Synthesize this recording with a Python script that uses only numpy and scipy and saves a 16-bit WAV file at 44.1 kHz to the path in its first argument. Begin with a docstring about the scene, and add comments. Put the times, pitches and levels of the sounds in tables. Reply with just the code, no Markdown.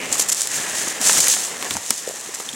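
"""Forest undergrowth, with walkers pushing through it close to the microphone. Leaves hiss and crackle along
their clothes, twigs scrape and stalks flick the fabric, cloth, strap and pack shell rub: all filtered noise or
random impulses. Sticks crack underfoot and twigs tick high as resonant noise bursts, and one dry twig snaps
close by in brief high modes. Short swinging tones make dull thuds of soil and wood and, at 2.08 s, a distant
wooden knock with its echoes. The trunks answer with a faint noise tail, and a look-ahead limiter catches the
sharpest hits."""
import sys
import numpy as np
from scipy import signal
from scipy.fft import rfft, irfft, next_fast_len
from scipy.io import wavfile
from scipy.ndimage import uniform_filter1d, minimum_filter1d, map_coordinates

SR = 44100
rng = np.random.default_rng(int(sys.argv[2]) if len(sys.argv) > 2 else 0)


def persist_wave(psi):
    """Save psi, clipped to +-1, as 16-bit WAV."""
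    counts = np.round(np.clip(psi, -1, 1) * 32767).astype(np.int16)
    wavfile.write(sys.argv[1], SR, np.atleast_2d(counts).T)


N = 112454  # length in samples


def amp(db):
    """Decibels to gain."""
    return 10 ** (np.asarray(db) / 20)


def unit(x):
    """Scale to rms 1."""
    return x / np.sqrt(np.mean(x ** 2) + 1e-20)


def level(rows):
    """Gain for each sample, drawn through rows of seconds and dB."""
    return amp(np.interp(np.arange(N) / SR, *np.transpose(rows)))


def wobble(rate):
    """A smooth random curve with `rate` knots a second."""
    knots = rng.standard_normal(4096)
    return map_coordinates(knots, [np.arange(N) * rate / SR], mode="wrap")


def tone_gain(tone, m):
    """Gain at each bin of an m-point FFT, drawn through rows of Hz and dB on a log frequency axis."""
    hz, db = np.transpose(tone)
    bins = np.fft.rfftfreq(m, 1 / SR)
    return amp(np.interp(np.log(bins + 1), np.log(hz), db))


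def colour(x, tone):
    """Minimum-phase filter of unit power: folding the cepstrum makes the response causal."""
    m = 2 * next_fast_len(x.shape[-1])
    cepstrum = irfft(np.log(unit(tone_gain(tone, m))))
    cepstrum[1:m // 2] *= 2
    cepstrum[m // 2 + 1:] = 0
    response = np.exp(rfft(cepstrum))
    return irfft(rfft(x, m) * response, m)[..., :x.shape[-1]]


# How far the stereo side lies under the middle. Each row: frequency in Hz, side gain in dB.
SIDE_TONE = [(60, -20), (200, -21), (600, -14.5), (5500, -19), (10000, -28), (14000, -52)]


def stereo(pair):
    """Left and right from a middle signal and a second one, weakened by frequency into the side."""
    m = next_fast_len(N + 8192)
    middle = pair[0]
    side = irfft(rfft(pair[1], m) * tone_gain(SIDE_TONE, m), m)[:N]
    return np.array([middle + side, middle - side])


def add(track, s, sound):
    """Mix a sound in at s seconds, cut off at the end of the track."""
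    i = round(s * SR)
    track[..., i:i + sound.shape[-1]] += sound[..., :max(N - i, 0)]


def grains(rate, spread_db):
    """Two impulse trains with shared random times and log-normal sizes, but separate random signs."""
    # dividing by the root of the rate keeps the power even as the rate changes
    hit = (rng.random(N) < rate / SR) / np.sqrt(np.minimum(rate, SR))
    size = amp(spread_db * np.clip(rng.standard_normal(N), -2.3, 2.3))
    return unit(hit * size * rng.choice([-1, 1], (2, N)))


# Push of the leaves along the clothes. Each row: time in seconds, relative level in dB.
LEAF_PUSH = [(0, -39), (.1, -32.5), (.22, -27.5), (.275, -36), (.38, -26), (.435, -23.5), (.46, -32.5),
             (.57, -24), (.66, -31), (.8, -25.5), (.92, -30.5), (.995, -36.5), (1.03, -22), (1.065, -16),
             (1.17, -17.5), (1.27, -20.5), (1.315, -17), (1.38, -26), (1.47, -28.5), (1.54, -36.5),
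             (1.75, -30), (1.8, -35.5), (1.88, -32), (2.0, -31), (2.04, -36), (2.27, -35), (2.31, -38),
             (2.41, -33.5), (2.45, -36.5), (2.55, -36.5)]
# Spectrum of leaves on fabric. Each row: frequency in Hz, relative level in dB.
LEAF_SPECTRUM = [(1000, -29), (3000, -12), (4800, -9.5), (6200, -3), (7400, -1), (8800, -6), (10500, -11.5),
                 (13000, -20), (16000, -24)]
LEAF_DB, CRACKLE_DB = 1, -4
CRACKLE_PER_S, CRACKLE_FLOOR_PER_S = 900, 400  # the first at the mean push, the second always added
CRACKLE_GROWS, CRACKLE_SPREAD_DB = 1.5, 7  # exponent: a harder push stirs more leaves at once


def leaves():
    """Sliding leaves: a fine hiss of tiny slips and crackles that crowd together as the push grows."""
    push = level(LEAF_PUSH)
    crowding = (push / push.mean()) ** CRACKLE_GROWS
    hiss = amp(LEAF_DB) * grains(rate=25000, spread_db=0)
    crackle_rate = CRACKLE_PER_S * crowding + CRACKLE_FLOOR_PER_S
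    crackle = amp(CRACKLE_DB) * grains(crackle_rate, CRACKLE_SPREAD_DB)
    catch = unit(amp(0.76 * wobble(44.72) + 1.4 * wobble(260)))  # slow and fast unevenness in dB
    return stereo(colour((hiss + crackle) * catch * push, LEAF_SPECTRUM))


# Rubbing of jacket and pack. Each row: time in seconds, relative level in dB.
CLOTH_RUB = [(0, -35), (.13, -34), (.26, -37.5), (.44, -39), (.56, -35), (.8, -33), (.9, -34.5),
             (.98, -34.5), (1.08, -29.5), (1.21, -30.5), (1.36, -34), (1.44, -37), (1.56, -36.5),
             (1.68, -34), (1.76, -37), (1.84, -41), (2.2, -41.5), (2.55, -41.5)]
# Spectrum of the rubbing. Each row: frequency in Hz, relative level in dB.
CLOTH_SPECTRUM = [(100, -17.5), (250, -4), (500, 0.5), (900, -.5), (1550, -3.5), (1800, 2), (2100, -3),
                  (3200, -6.5), (5000, -11.5), (12000, -26)]
CLOTH_DB = 2


def clothes():
    """Jacket and pack rub with the uneven grain of many small fibre slips."""
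    slips = grains(rate=5000, spread_db=2.5)
    rub = unit(slips * amp(1.48 * wobble(60))) * level(CLOTH_RUB)
    return stereo(amp(CLOTH_DB) * colour(rub, CLOTH_SPECTRUM))


# Soft ground and bumping pack. Each row: time in seconds, relative level in dB.
TREAD_LEVEL = [(0.0, -44), (0.03, -38), (0.42, -51), (0.6, -37.5), (0.69, -46.5), (0.99, -43), (1.01, -33),
               (1.04, -47), (1.2, -33.5), (1.25, -43), (1.6, -49), (1.77, -36.5), (1.79, -50), (1.88, -50),
               (1.91, -45), (1.98, -54), (2.45, -49.5), (2.55, -41)]
# Dull spectrum of the tread. Each row: frequency in Hz, relative level in dB.
TREAD_SPECTRUM = [(20, -34), (40, -30), (65, -12), (110, -4.5), (200, 1.5), (300, 0), (600, -25.5),
                  (2000, -55)]
TREAD_DB = -3


def tread():
    """The dull shuffle and thud of soft ground and pack: low noise of uneven strength."""
    noise = rng.standard_normal((2, N))
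    shuffle = unit(noise * amp(1.7 * wobble(35.1))) * level(TREAD_LEVEL)
    return stereo(amp(TREAD_DB) * colour(shuffle, TREAD_SPECTRUM))


# A strap sliding over nylon. Each row: time in seconds, relative level in dB.
STRAP_SLIDE = [(0, -32), (.055, -30), (.08, -36), (.17, -38), (.25, -57)]
# Narrow bands of the webbing. Each row: frequency in Hz, relative level in dB.
STRAP_SPECTRUM = [(40, -35), (200, -13), (500, 0), (1500, -20), (2000, -2), (2250, 0.5), (2900, -3),
                  (3600, -21), (9000, -36)]


def strap():
    """Webbing slides over nylon: dense slips of equal size rasp in narrow bands."""
    slips = grains(rate=6000, spread_db=0)
    return stereo(colour(slips * level(STRAP_SLIDE), STRAP_SPECTRUM))


# Hollow rasp of the pack's shell. Each row: time in seconds, relative level in dB.
SHELL_RASP = [(.4, -65), (.52, -34), (.78, -35.5), (.9, -35), (1.0, -40), (1.5, -49), (2.05, -50.5),
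              (2.55, -56)]
# Narrow bands of the shell. Each row: frequency in Hz, relative level in dB.
SHELL_SPECTRUM = [(100, -52), (1300, -13), (1650, -0.5), (1790, -0.5), (1950, 1), (2200, -4.5), (3000, -6),
                  (6000, -33)]


def pack_shell():
    """The pack's nylon shell rasps hollowly: slips of uneven size in narrow bands."""
    slips = grains(rate=4700, spread_db=5)
    return stereo(colour(slips * level(SHELL_RASP), SHELL_SPECTRUM))


# Twigs dragged over fabric. Each row: start in seconds, length in seconds, relative level in dB.
TWIG_DRAGS = [(0.116, 0.0048, -28), (0.124, 0.01, -18.5), (0.139, .018, -24), (0.179, .014, -22),
              (0.194, .007, -11.5), (0.208, 0.019, -19), (0.285, .016, -17), (0.317, 0.013, -15.5),
              (0.876, 0.0093, -23.5), (1.0127, 0.0015, -12.5), (1.2012, 0.0014, 6), (1.28, 0.0018, 0.5),
              (1.972, 0.0089, -30), (2.34, 0.01, -25.5), (2.397, 0.011, -29)]
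# Spectrum of twig or stalk on fabric, for scrapes and flicks. Each row: frequency in Hz, relative level in dB.
FABRIC_SPECTRUM = [(40, -43), (200, -21), (700, -17.5), (2000, -14), (4000, -10), (6000, -2.5), (7400, 3),
                   (9000, -4.5), (12000, -11.5), (16000, -26)]
SCRAPE_DB = 0.5


def scrapes(attack_s=0.0017, release_s=0.0024, rough_db=1.5):
    """A twig drags over the weave in a short burst of dense slips."""
    force, t = np.zeros(N), np.arange(SR // 10) / SR
    for s, length, db in TWIG_DRAGS:
        attack = np.minimum(t / attack_s, 1)
        release = np.exp(-np.maximum(t - length, 0) / release_s)
        add(force, s, amp(db + SCRAPE_DB) * attack * release)
    slips = unit(grains(rate=12000, spread_db=1) * amp(rough_db * wobble(600)))
    return stereo(colour(force * slips, FABRIC_SPECTRUM))


# Leaf stalks flicking the clothes. Each row: start in seconds, relative level in dB.
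STALK_FLICKS = [(.1268, 2), (.1705, -10), (0.3, -2), (.347, -5), (0.4088, -1.5), (.4178, 3), (.4732, -2),
                (.5555, -11), (1.1299, 7.5), (1.182, 4), (1.2035, 19), (1.2828, 22.5), (1.442, -12),
                (1.626, -5), (1.652, -14), (1.7025, -10), (1.708, -13), (1.768, -2), (2.09, -9.5)]
FLICK_T60 = 0.004  # seconds to fall 60 dB


def flicks(gain_db=-6):
    """A stalk springs back and ticks on the fabric: a tiny dying burst of noise."""
    force, t = np.zeros(N), np.arange(SR // 20) / SR
    for s, db in STALK_FLICKS:
        add(force, s, amp(db + gain_db - 60 * t / FLICK_T60))
    return stereo(colour(force * rng.choice([-1, 1], (2, N)), FABRIC_SPECTRUM))


# Sticks breaking underfoot, and in the last two rows high, sharp twig ticks. Each row: start in seconds, peak
# of the middle in dB, pitch in Hz, sharpness Q.
STICK_CRACKS = [(.155, -15.5, 1000, 1.5), (.196, -18, 770, 1.6), (.635, -20, 1860, 1.4),
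                (.874, -18.5, 493, 1.9), (1.095, -5.5, 1180, 1.4), (1.167, -13.5, 1370, 2.6),
                (1.19, -13, 690, 1.2), (1.2715, -11, 1900, 2.6), (1.338, -10, 2400, 1),
                (1.366, -14.5, 950, 1.2), (1.477, -23.5, 1770, 2.8), (1.626, -11.5, 1190, 0.89),
                (1.708, -8.5, 2500, 0.52), (1.753, -20.5, 890, 2.4), (1.768, -16.5, 980, 1.5),
                (1.9056, -7.5, 2010, 0.42), (2.339, -22, 1750, 1.7), (2.4005, -20.5, 710, 1.5),
                (2.489, -16, 3420, 9), (2.529, -23.5, 3300, 7)]
CRACK_T60 = 0.022  # seconds for the tearing to fall 60 dB


def cracks():
    """Fibres tear in a quick dying burst through the stick's resonance."""
    out, t = np.zeros((2, N)), np.arange(SR // 10) / SR
    for s, db, hz, q in STICK_CRACKS:
        tear = rng.standard_normal((2, len(t))) * amp(-60 * t / CRACK_T60)
        ring = signal.lfilter(*signal.iirpeak(hz, q, SR), tear)
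        add(out, s, amp(db) * ring / np.abs(ring[0]).max())
    return stereo(out)


# Knocks: dull thuds of soil and wood, and at 2.08 s a distant wooden knock with its echoes as rows of their own.
# Each row: start in seconds, peak in dB, pitch in Hz.
KNOCKS = [(1.002, -25.5, 263), (1.195, -28.5, 170), (1.705, -40, 100), (1.709, -30, 272),
          (1.753, -25.5, 210), (1.757, -37.5, 84), (1.908, -28.5, 264), (2.075, -16, 500),
          (2.0905, -31, 524), (2.096, -24, 493), (2.109, -24.5, 634), (2.139, -30.5, 500),
          (2.289, -28, 386), (2.4, -26, 560), (2.535, -31, 250)]
KNOCK_CYCLES, KNOCK_RISE_CYCLES = 7.4, 1  # cycles to fall 60 dB, and cycles of rise


def knocks():
    """A soft blow sets wood or soil swinging for a few cycles."""
    out, t = np.zeros(N), np.arange(SR // 5) / SR
    for s, db, hz in KNOCKS:
        cycles = hz * t
        rise = 1 - np.exp(-(cycles / KNOCK_RISE_CYCLES) ** 2)
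        decay = amp(-60 * cycles / KNOCK_CYCLES)
        swing = -np.sin(2 * np.pi * cycles) * decay * rise
        add(out, s, amp(db) * swing / np.abs(swing).max())
    return out


# Modes of the dry twig. Each row: frequency in Hz, relative level in dB, time to fall 60 dB in seconds.
TWIG_MODES = [(5490, -0.5, 0.0052), (6800, -4.5, .011), (7880, -4, 0.013), (9170, -0.5, 0.0082),
              (11440, -9, .007)]
SNAP_S, SNAP_DB = 1.9052, -7.5  # start, and gain over all modes


def snap(rise_s=0.00043, tear_s=0.00163, rough=0.23):
    """The dry twig tears through for an instant, then its noisy modes ring very briefly."""
    out, t = np.zeros(N), np.arange(SR // 10) / SR
    after = np.maximum(t - tear_s, 0)  # the decay waits until the tear is through
    ring = np.zeros(len(t))
    for hz, db, t60 in TWIG_MODES:
        tone = np.sin(2 * np.pi * (hz * t + rng.random()))
        noise = rough * rng.standard_normal(len(t))
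        ring += amp(db - 60 * after / t60) * (tone + noise)
    add(out, SNAP_S, amp(SNAP_DB) * ring * (1 - np.exp(-t / rise_s)))
    return out


# Spectrum of the trunks' answer. Each row: frequency in Hz, relative level in dB.
FOREST_SPECTRUM = [(100, -5), (500, 0), (2000, -3), (6000, 0.5), (9000, -3), (14000, -17)]
FOREST_DB, FOREST_T60 = -21.5, 0.22  # gain of the answer, seconds to fall 60 dB


def forest(sources):
    """Scatter from the trunks as a decaying noise tail; foliage swallows its top."""
    t = np.arange(SR // 2) / SR
    tail = rng.standard_normal((2, len(t))) * amp(-60 * t / FOREST_T60)
    tail = colour(tail, FOREST_SPECTRUM)
    tail = tail / np.linalg.norm(tail[0])
    return signal.fftconvolve(sources, tail, axes=1)[:, :N]


def scene():
    """The walkers' rubbing, twigs and tread, the knocks, and the forest's faint answer."""
    rubbing = leaves() + clothes() + strap() + pack_shell()
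    twigs = scrapes() + flicks() + cracks() + snap()
    sources = rubbing + twigs + tread() + knocks()
    return sources + amp(FOREST_DB) * forest(sources)


LOOKAHEAD_S, CEILING, TOP_HZ = 0.004, 1, 16000  # limiter window and peak ceiling, upper band limit


def record(dry, low_cut_hz=45):
    """A look-ahead limiter, then the microphone's low cut and the band limit."""
    size = 2 * int(LOOKAHEAD_S * SR / 4) + 1
    needed = np.minimum(1, CEILING / (np.abs(dry).max(axis=0) + 1e-9))
    ahead = minimum_filter1d(needed, 2 * size, origin=-(size // 2))  # leans towards coming peaks
    limited = dry * uniform_filter1d(ahead, size)
    m = next_fast_len(N + SR // 2)
    hz = np.fft.rfftfreq(m, 1 / SR)
    low_cut = 1j * hz / (1j * hz + low_cut_hz)
    return irfft(rfft(limited, m) * low_cut * (hz < TOP_HZ), m)[:, :N]


dry = scene()
out = record(dry)
persist_wave(out)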